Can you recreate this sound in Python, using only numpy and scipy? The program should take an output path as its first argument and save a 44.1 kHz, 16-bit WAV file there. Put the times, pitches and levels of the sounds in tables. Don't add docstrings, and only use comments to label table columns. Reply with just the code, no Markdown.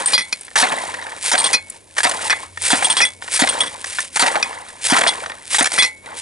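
import sys
import numpy as np
from scipy import signal
from scipy.fft import rfft, irfft, next_fast_len
from scipy.io import wavfile
from scipy.ndimage import uniform_filter1d, minimum_filter1d

SR = 44100
rng = np.random.default_rng(int(sys.argv[2]) if len(sys.argv) > 2 else 0)


def unload_wav(signal):
    wavfile.write(
        sys.argv[1],
        SR,
        np.round(np.clip(np.atleast_2d(signal).T, -1, 1) * 32767).astype(np.int16),
    )


N = 273861
TIME = np.arange(N) / SR

# start of the bite in seconds, its length in seconds, run-in through loose
# crystals in seconds, run-in hiss in dB, thump in dB, seconds the rubble stays stirred, chips in dB,
# crystals in dB, settling in dB per second. thumps() and stirring() follow these rows too.
CHISEL_STROKES = [(0.575, 0.051, 0.0086, -26, -27.5, .6, -21, -29, 31),
                  (1.315, .021, 0.058, -17, -31.5, .23, -24.5, -26, 13),
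                  (2.032, 0.019, 0.043, -29.5, -27.5, 0.42, -24.5, -28, 34),
                  (2.702, 0.028, 0.056, -16, -17.5, 0.37, -22.5, -21.5, 31),
                  (3.393, .027, 0.061, -18, -15, 0.35, -24, -27, 44),
                  (4.194, .03, .034, -24.5, -28, 0.63, -19.5, -26.5, 49),
                  (4.899, 0.023, 0.047, -17.5, -14.5, 0.54, -18, -24, 52.5),
                  (5.584, 0.024, 0.057, -17.5, -21.5, 0.18, -35, -31, 25)]
# start in seconds, length in seconds,
# dull body in dB, crisp spray in dB, pitch of the hollow in Hz.
SPLITS = [(0.41, 0.0039, -69, -23, 1910), (0.449, .002, -59, -26, 1830), (0.556, 0.018, -12, -16.5, 1770),
          (0.666, 0.0077, -26.5, -27, 680), (0.718, .019, -21.5, -48, 707), (1.53, 0.0069, -14, -3, 2100),
          (1.698, .004, -58, -16.5, 680), (1.966, 0.0083, -28, -31, 1830),
          (1.981, 0.0094, -14.5, -17.5, 1830), (2.004, 0.0022, -16, -25, 1705),
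          (2.093, .004, -32, -15.5, 1660), (2.113, 0.0063, -20.5, -23, 655),
          (2.298, 0.028, -19.5, -26, 1790), (2.327, 0.0063, -17.5, -27, 1830),
          (2.619, 0.0044, -38, -17, 1900), (2.823, 0.0086, -17.5, -48, 830),
          (3.003, 0.0081, -15, -19.5, 1860), (3.339, .028, -32, -12.5, 2260),
          (3.473, .0058, -18, -20.5, 2080), (3.842, 0.0059, -25, -27, 1790),
          (3.985, 0.0048, -18, -28, 1770), (4.004, 0.0019, -29, -17, 2030),
          (4.16, 0.0018, -16.5, -11.5, 876), (4.169, 0.0039, -17, -15, 1670), (4.262, 0.023, -16, -21, 925),
          (4.356, 0.0074, -14, -29, 833), (4.942, 0.0028, -20, -25, 1930), (4.965, 0.012, -14, -17, 1410),
          (4.984, 0.0074, -12.5, -14, 680), (5.011, .0061, -12.5, -13, 680), (5.036, 0.0067, -13, -22, 736),
          (5.064, 0.002, -11.5, -30, 685), (5.544, 0.0053, -14.5, -12.5, 1880),
          (5.626, 0.0027, -19.5, -8.5, 1920), (5.643, 0.0031, -19, -16, 2280),
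          (5.656, 0.018, -19.5, -17, 1760), (5.717, 0.004, -24, -19.5, 2060),
          (5.779, .0015, -16, -29, 1960)]
# start in seconds, level in dB.
FALLING_LUMPS = [(0.481, -36.5), (0.512, -39.5), (0.94, -25), (1.024, -30), (1.067, -28.5), (1.119, -32),
                 (2.573, -26.5), (3.222, -28.5), (3.279, -29), (4.529, -32.5), (5.239, -29), (5.26, -25.5),
                 (5.297, -27.5), (5.319, -29.5)]


def cracks():
    out = np.zeros(N)
    for start, bite_s, *_ in CHISEL_STROKES:
        add(out, start, fracture(bite_s, body_db=-14.5, crisp_db=-11, hollow_hz=950))
        add(out, start + bite_s, fracture(0.022, body_db=-14, crisp_db=-23, hollow_hz=758))
    for start, *split in SPLITS:
        add(out, start, fracture(*split))
    for start, db in FALLING_LUMPS:
        add(out, start, fracture(0.0038, body_db=db, crisp_db=db - 8, hollow_hz=1830))
    return out


# frequency in Hz, gain in dB.
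BODY_TONE = [(100, -30), (200, -20), (400, -9.5), (650, -2), (1300, 2.5), (1900, 5), (2600, -3),
             (3600, -21.5), (6000, -38)]
SPRAY_TONE = [(1200, -26), (2600, -12.5), (3500, -3), (5000, -4.5), (6500, -3), (8700, 3.5), (10900, -4)]


def fracture(length_s, body_db, crisp_db, hollow_hz):
    held = int((length_s + 0.0015) * SR)
    snap = burst(length_s, fade_s=0.0045, rate=6000, spread_db=3.5, accent_db=5.5)
    fits = flicker(len(snap), rate=357, depth_db=4)
    body = level(colour(snap * fits, BODY_TONE), -2.66, held)
    body += level(ring(snap * fits, hollow_hz, ring_s=0.044), -7.5, held)
    tilt_db = -3 + 1.19 * (crisp_db - body_db)
    tilted = [(hz, db + tilt_db * np.clip(np.log2(hz / 6000), -.5, .5)) for hz, db in SPRAY_TONE]
    splinters = burst(length_s, fade_s=0.0021, rate=8000, spread_db=-1, accent_db=3)
    spray = colour(fits * splinters, tilted)
    octaves = rng.uniform(-.7, .7, 2 + held // 100) + np.clip(tilt_db / 30, -.3, .3)
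    shards = sum(level(ring(spray, hz, ring_s=0.021), 0, held) for hz in 5200 * 2 ** octaves)
    crisp = level(spray, 1, held) + level(shards, -5.5, held)
    return undb(body_db) * body + undb(crisp_db) * crisp


# start in seconds, length in seconds, freedom to ring from
# 0 (gripped by ice) to 1 (free), grit in dB, ringing in dB, place on the blade from 0 to 4.
WALL_TOUCHES = [(0.059, 0.011, 1, -30, -19, 0), (.134, 0.0054, 1, -12, -10, 4),
                (.179, 0.026, 0.62, -30, -18.5, 2.2), (0.207, 0.015, 0.97, -38, -24, 2),
                (0.3255, 0.0044, 0.48, -27, -19.5, 3.5), (1.379, 0.025, .59, -21.5, -19.5, .15),
                (1.44, 0.031, 0.33, -21, -20, 0.5), (1.533, 0.017, 0.94, -30, -12.5, 3.5),
                (2.304, 0.0043, .99, -20, -16.5, 2.5), (2.845, 0.0053, 0.33, -17, -9.5, 0.5),
                (2.9, 0.03, 0.28, -24, -19.5, 0.65), (2.968, 0.026, 0.4, -21, -19.5, 1.5),
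                (3.015, 0.02, 1, -39, -13, 2.5), (3.05, 0.0032, .8, -36, -18, 1.5),
                (3.489, 0.01, 0.47, -24, -19.5, 0.3), (3.605, 0.011, 0.3, -26, -16.5, 1),
                (3.633, 0.049, 0.088, -43, -31.5, 1.54), (4.4267, 0.0016, 0.86, -15, -17.5, 3),
                (5.071, 0.019, 0.56, -14.5, -17.5, 1.5), (5.785, 0.0089, 1, -31, -6, 2),
                (5.822, 0.025, 1, -20, -15, 2.3)]
# a family that rings together, giving for every note its pitch in Hz,
# level in dB and ring time in seconds when free.
BLADE_NOTES = [
    [(2035, -3, 0.18), (862, -29, 0.32)],
    [(2479, -3.5, 0.12), (2502, -5, 0.1), (5600, -1, 0.037)],
    [(3403, 0, 0.14), (3740, -12, 0.12), (5510, -16.5, .05), (6980, -16, 0.06)],
    [(4200, 0.5, 0.11), (5800, -10, 0.024), (6600, -17, 0.058)],
    [(4830, -3.5, 0.072), (9920, -8.5, 0.056)],
    [(8700, -2, 0.1), (8740, -3, 0.1), (8020, -25, 0.082), (9430, -9.5, 0.089)],
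]
# gain in dB for each of the six families, then for the one lingering note.
BLADE_PLACES = [(-26, -37, -25, -23, -44, 2.5, -38), (-26, -39, 3.5, -20, -43, 1, -40),
                (-0.5, -13, -7.5, -12.5, -7, -12, -15), (-12.5, 1, -17.5, -14, -8.5, -16.5, -17),
                (-15, -12, -12, -2.5, 2.5, -30, -24)]
# frequency in Hz, gain in dB.
GRIT_TONE = [(100, -47), (300, -31), (550, 6.5), (900, 18.5), (1900, -1), (3000, 12), (4300, 19), (6500, 2),
             (10500, -11)]


def blade():
    out = np.zeros(N)
    next_starts = [row[0] for row in WALL_TOUCHES[1:]] + [np.inf]
    for (start, length_s, freedom, grit_db, ring_db, place), stop in zip(WALL_TOUCHES, next_starts):
        *family_db, linger_db = ring_db + place_gains(place)
        freedom = np.clip(freedom, .1, 1)
        held = int((length_s + 0.0012) * SR)
        chatter = burst(length_s, fade_s=0.0053, rate=8000, spread_db=5, accent_db=7, count=12288)
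        sound = level(colour(chatter, GRIT_TONE), grit_db, held)
        for family, drive_db in zip(BLADE_NOTES, family_db):
            for hz, db, ring_s in family:
                detune = 1 + 0.016 * (1 - freedom) * rng.standard_normal()
                sound += level(ring(chatter, hz * detune, ring_s * freedom), db + drive_db, held)
        t = np.arange(len(sound)) / SR
        tap = 1. * (t == 0)
        sound += level(ring(tap, hz=2215, ring_s=0.49 * freedom), linger_db, held)
        choke = np.clip((stop - start - t) / 0.0036, 0, 1) ** 2
        add(out, start, sound * choke)
    return out


def place_gains(place):
    places = np.arange(len(BLADE_PLACES))
    gains = [np.interp(place, places, undb(column)) for column in np.transpose(BLADE_PLACES)]
    return 20 * np.log10(gains)


# pitch in Hz,
# relative level in dB, ring time in seconds.
THUD_NOTES = [(219, -9.5, 0.12), (265.3, 4, 0.068), (287, -4, 0.095), (680, -6, 0.2)]


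def thumps():
    out = np.zeros(N)
    t = np.arange(SR // 4) / SR
    push = np.diff(t * np.exp(-t / 0.00053), prepend=0)
    thud = sum(level(ring(push, hz, ring_s), db) for hz, db, ring_s in THUD_NOTES)
    for start, bite_s, _, _, thump_db, *_ in CHISEL_STROKES:
        add(out, start + bite_s, level(thud, thump_db, first=int(0.013 * SR)))
    return out


# frequency in Hz, gain in dB.
CHIP_TONE = [(60, -41), (150, -13.5), (280, -7), (400, -9.5), (521, -5.5), (700, -6.5), (850, -1),
             (1020, 0), (1210, -7.5), (1500, -7), (1850, -1), (2600, -12.5), (4000, -10), (8000, -33)]
CRYSTAL_TONE = [(600, -36.5), (1500, -6.5), (2300, -1), (3000, -5), (3600, -3), (5000, -4), (6400, -6),
                (8800, 1.5), (10900, -5.5)]


def loose_ice():
    chip_motion, crystal_motion = stirring()
    pitches = np.geomspace(480, 3800, num=14)
    notes = sum(level(ring(grains(N, rate=80, spread_db=4), hz, ring_s=0.021), 0) for hz in pitches)
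    ticks = level(grains(N, rate=67, spread_db=2.5), 0)
    tumble = level(notes, -2.3) + level(grains(N, rate=1900, spread_db=2), 0) + undb(-6) * ticks
    fizz = grains(N, rate=7000, spread_db=2) * flicker(N, rate=210, depth_db=3.5)
    hiss = level(fizz, 0) + undb(-4) * ticks
    chips = level(colour(tumble, CHIP_TONE), -1.32)
    crystals = level(colour(hiss, CRYSTAL_TONE), 2.52)
    return chips * chip_motion + crystals * crystal_motion


# start in seconds, length in seconds, chip gain in dB,
# crystal gain in dB.
ICE_SLIDES = [(0, .02, -22.5, -27.5), (0.083, 0.064, -27, -24.5), (0.234, 0.24, -51, -43.5),
              (0.646, 0.069, -28, -43), (0.786, .08, -47, -35), (1.038, .13, -41.5, -47),
              (1.68, 0.087, -49, -45.5), (2.218, 0.068, -33, -28), (3.226, 0.056, -40.5, -38),
              (3.528, .1, -26.5, -35), (3.727, 0.093, -40.5, -39), (3.868, 0.18, -41.5, -29),
              (4.684, 0.015, -41, -40), (5.736, .11, -29.5, -24), (6.06, 0.11, -36, -48),
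              (6.18, 0.036, -52, -31)]


def stirring():
    chips, crystals = [np.full(N, undb(-57.5))], [np.full(N, undb(-52.5))]
    delay_s = 0.05
    for start, _, run_s, run_db, _, stir_s, chips_db, crystals_db, settle_db in CHISEL_STROKES:
        entry = start - run_s
        run_in = undb(run_db) * swell(entry, hold_s=0.71 * run_s, rise_s=0.26 * run_s, fall_s=0.016)
        run_in += undb(run_db - 16.5) * swell(entry, hold_s=0, rise_s=0.061, fall_s=0.016)
        stir = swell(start + delay_s, stir_s - delay_s, rise_s=0.023, fall_s=0.031, sag_db=settle_db)
        chips += [undb(chips_db) * stir, undb(-15.5) * run_in]
        crystals += [undb(crystals_db) * stir, run_in]
    for start, length_s, chips_db, crystals_db in ICE_SLIDES:
        slide = swell(start, length_s, rise_s=0.017, fall_s=0.025)
        chips.append(undb(chips_db) * slide)
        crystals.append(undb(crystals_db) * slide)
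    return np.linalg.norm(chips, axis=0), np.linalg.norm(crystals, axis=0)


# frequency in Hz, gain in dB.
AIR_TONE = [(20, -10), (55, -6.5), (90, 0), (115, -6), (250, -5), (600, -5), (2000, -49), (6000, -36),
            (11000, -13)]


def air():
    return level(colour(rng.standard_normal(N), AIR_TONE, size=8192), -48.5)


# time in seconds, gain in dB.
HUM_SWELLS = [(0.0, -73), (0.62, -63.5), (1.95, -62.5), (2.8, -51), (3.06, -65), (3.61, -54), (3.91, -63.5),
              (5.29, -57.5), (6.21, -64)]


def hum():
    drone = level(ring(rng.standard_normal(N), hz=90.3, ring_s=0.35), 4)
    return drone * undb(np.interp(TIME, *np.transpose(HUM_SWELLS)))


def undb(db):
    return 10 ** (np.asarray(db) / 20)


def level(x, db, first=None):
    return x * undb(db) / np.sqrt(np.mean(x[:first] ** 2) + 1e-20)


def add(track, start, x):
    i = max(int(start * SR), 0)
    track[i:i + len(x)] += x[:N - i]


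def spectrum(points, hz):
    f, db = np.transpose(points)
    return np.interp(np.log(hz + 1), np.log(f), db)


def colour(x, points, size=1024):
    hz = np.arange(size // 2 + 1) * SR / size
    cepstrum = irfft(np.log(undb(spectrum(points, hz))))
    cepstrum[1:size // 2] *= 2
    cepstrum[size // 2 + 1:] = 0
    response = irfft(np.exp(rfft(cepstrum)))
    return signal.fftconvolve(x, response)[:len(x)]


def ring(x, hz, ring_s):
    radius = np.exp(-np.log(1000) / (ring_s * SR))
    return signal.lfilter([0, 1], [1, -2 * radius * np.cos(2 * np.pi * hz / SR), radius ** 2], x + 1e-18)


def grains(count, rate, spread_db):
    when, chance, sign = rng.random((int(rate * count / SR) + 1, 3)).T
    size = undb(spread_db * np.minimum(-np.log(1 - chance), 4))
    return np.bincount((when * count).astype(int), size * np.sign(sign - .5), count)


def burst(length_s, fade_s, rate, spread_db, accent_db, count=4096):
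    t = np.arange(count) / SR
    accent = 1 + undb(accent_db) * np.exp(-t / 0.003)
    return grains(count, rate, spread_db) * accent * np.exp(-np.maximum(t - length_s, 0) / fade_s)


def flicker(count, rate, depth_db):
    steps = rng.standard_normal(int(rate * count / SR) + 2)
    return undb(depth_db * np.interp(np.arange(count) * rate / SR, np.arange(len(steps)), steps))


def swell(peak_s, hold_s, rise_s, fall_s, sag_db=0):
    t = TIME - peak_s
    shape = np.exp(np.minimum(t, 0) / rise_s - np.maximum(t - hold_s, 0) / fall_s)
    return shape * undb(-sag_db * np.maximum(t, 0))


# frequency in Hz, left-right difference in dB against the shared sound.
STEREO_WIDTH = [(60, -26), (190, -8), (340, -5.5), (600, -1), (1060, -0.5), (1870, -1), (3330, -4.5),
                (5910, -8), (10500, -12)]


def scene():
    bass_cut = signal.butter(3, 150, "highpass", fs=SR, output="sos")
    chipping = signal.sosfilt(bass_cut, cracks() + blade() + thumps() + loose_ice())
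    mid = chipping + air() + hum()
    size = next_fast_len(N)
    hz = np.arange(size // 2 + 1) * SR / size
    side = irfft(-1j * undb(spectrum(STEREO_WIDTH, hz)) * rfft(mid, size), size)[:N]
    side += undb(-7) * air()
    return np.array([mid + side, mid - side]) * undb([[.1], [-.1]])


def record(dry):
    ceiling, top_hz = 0.92, 10950
    gain = np.minimum(1, ceiling / (np.abs(dry).max(axis=0) + 1e-9))
    gain = uniform_filter1d(minimum_filter1d(gain, size=90), size=90)
    treble_cut = signal.ellip(10, .2, 70, top_hz, fs=SR, output="sos")
    return signal.sosfilt(treble_cut, dry * gain)


dry = scene()
out = record(dry)
unload_wav(out)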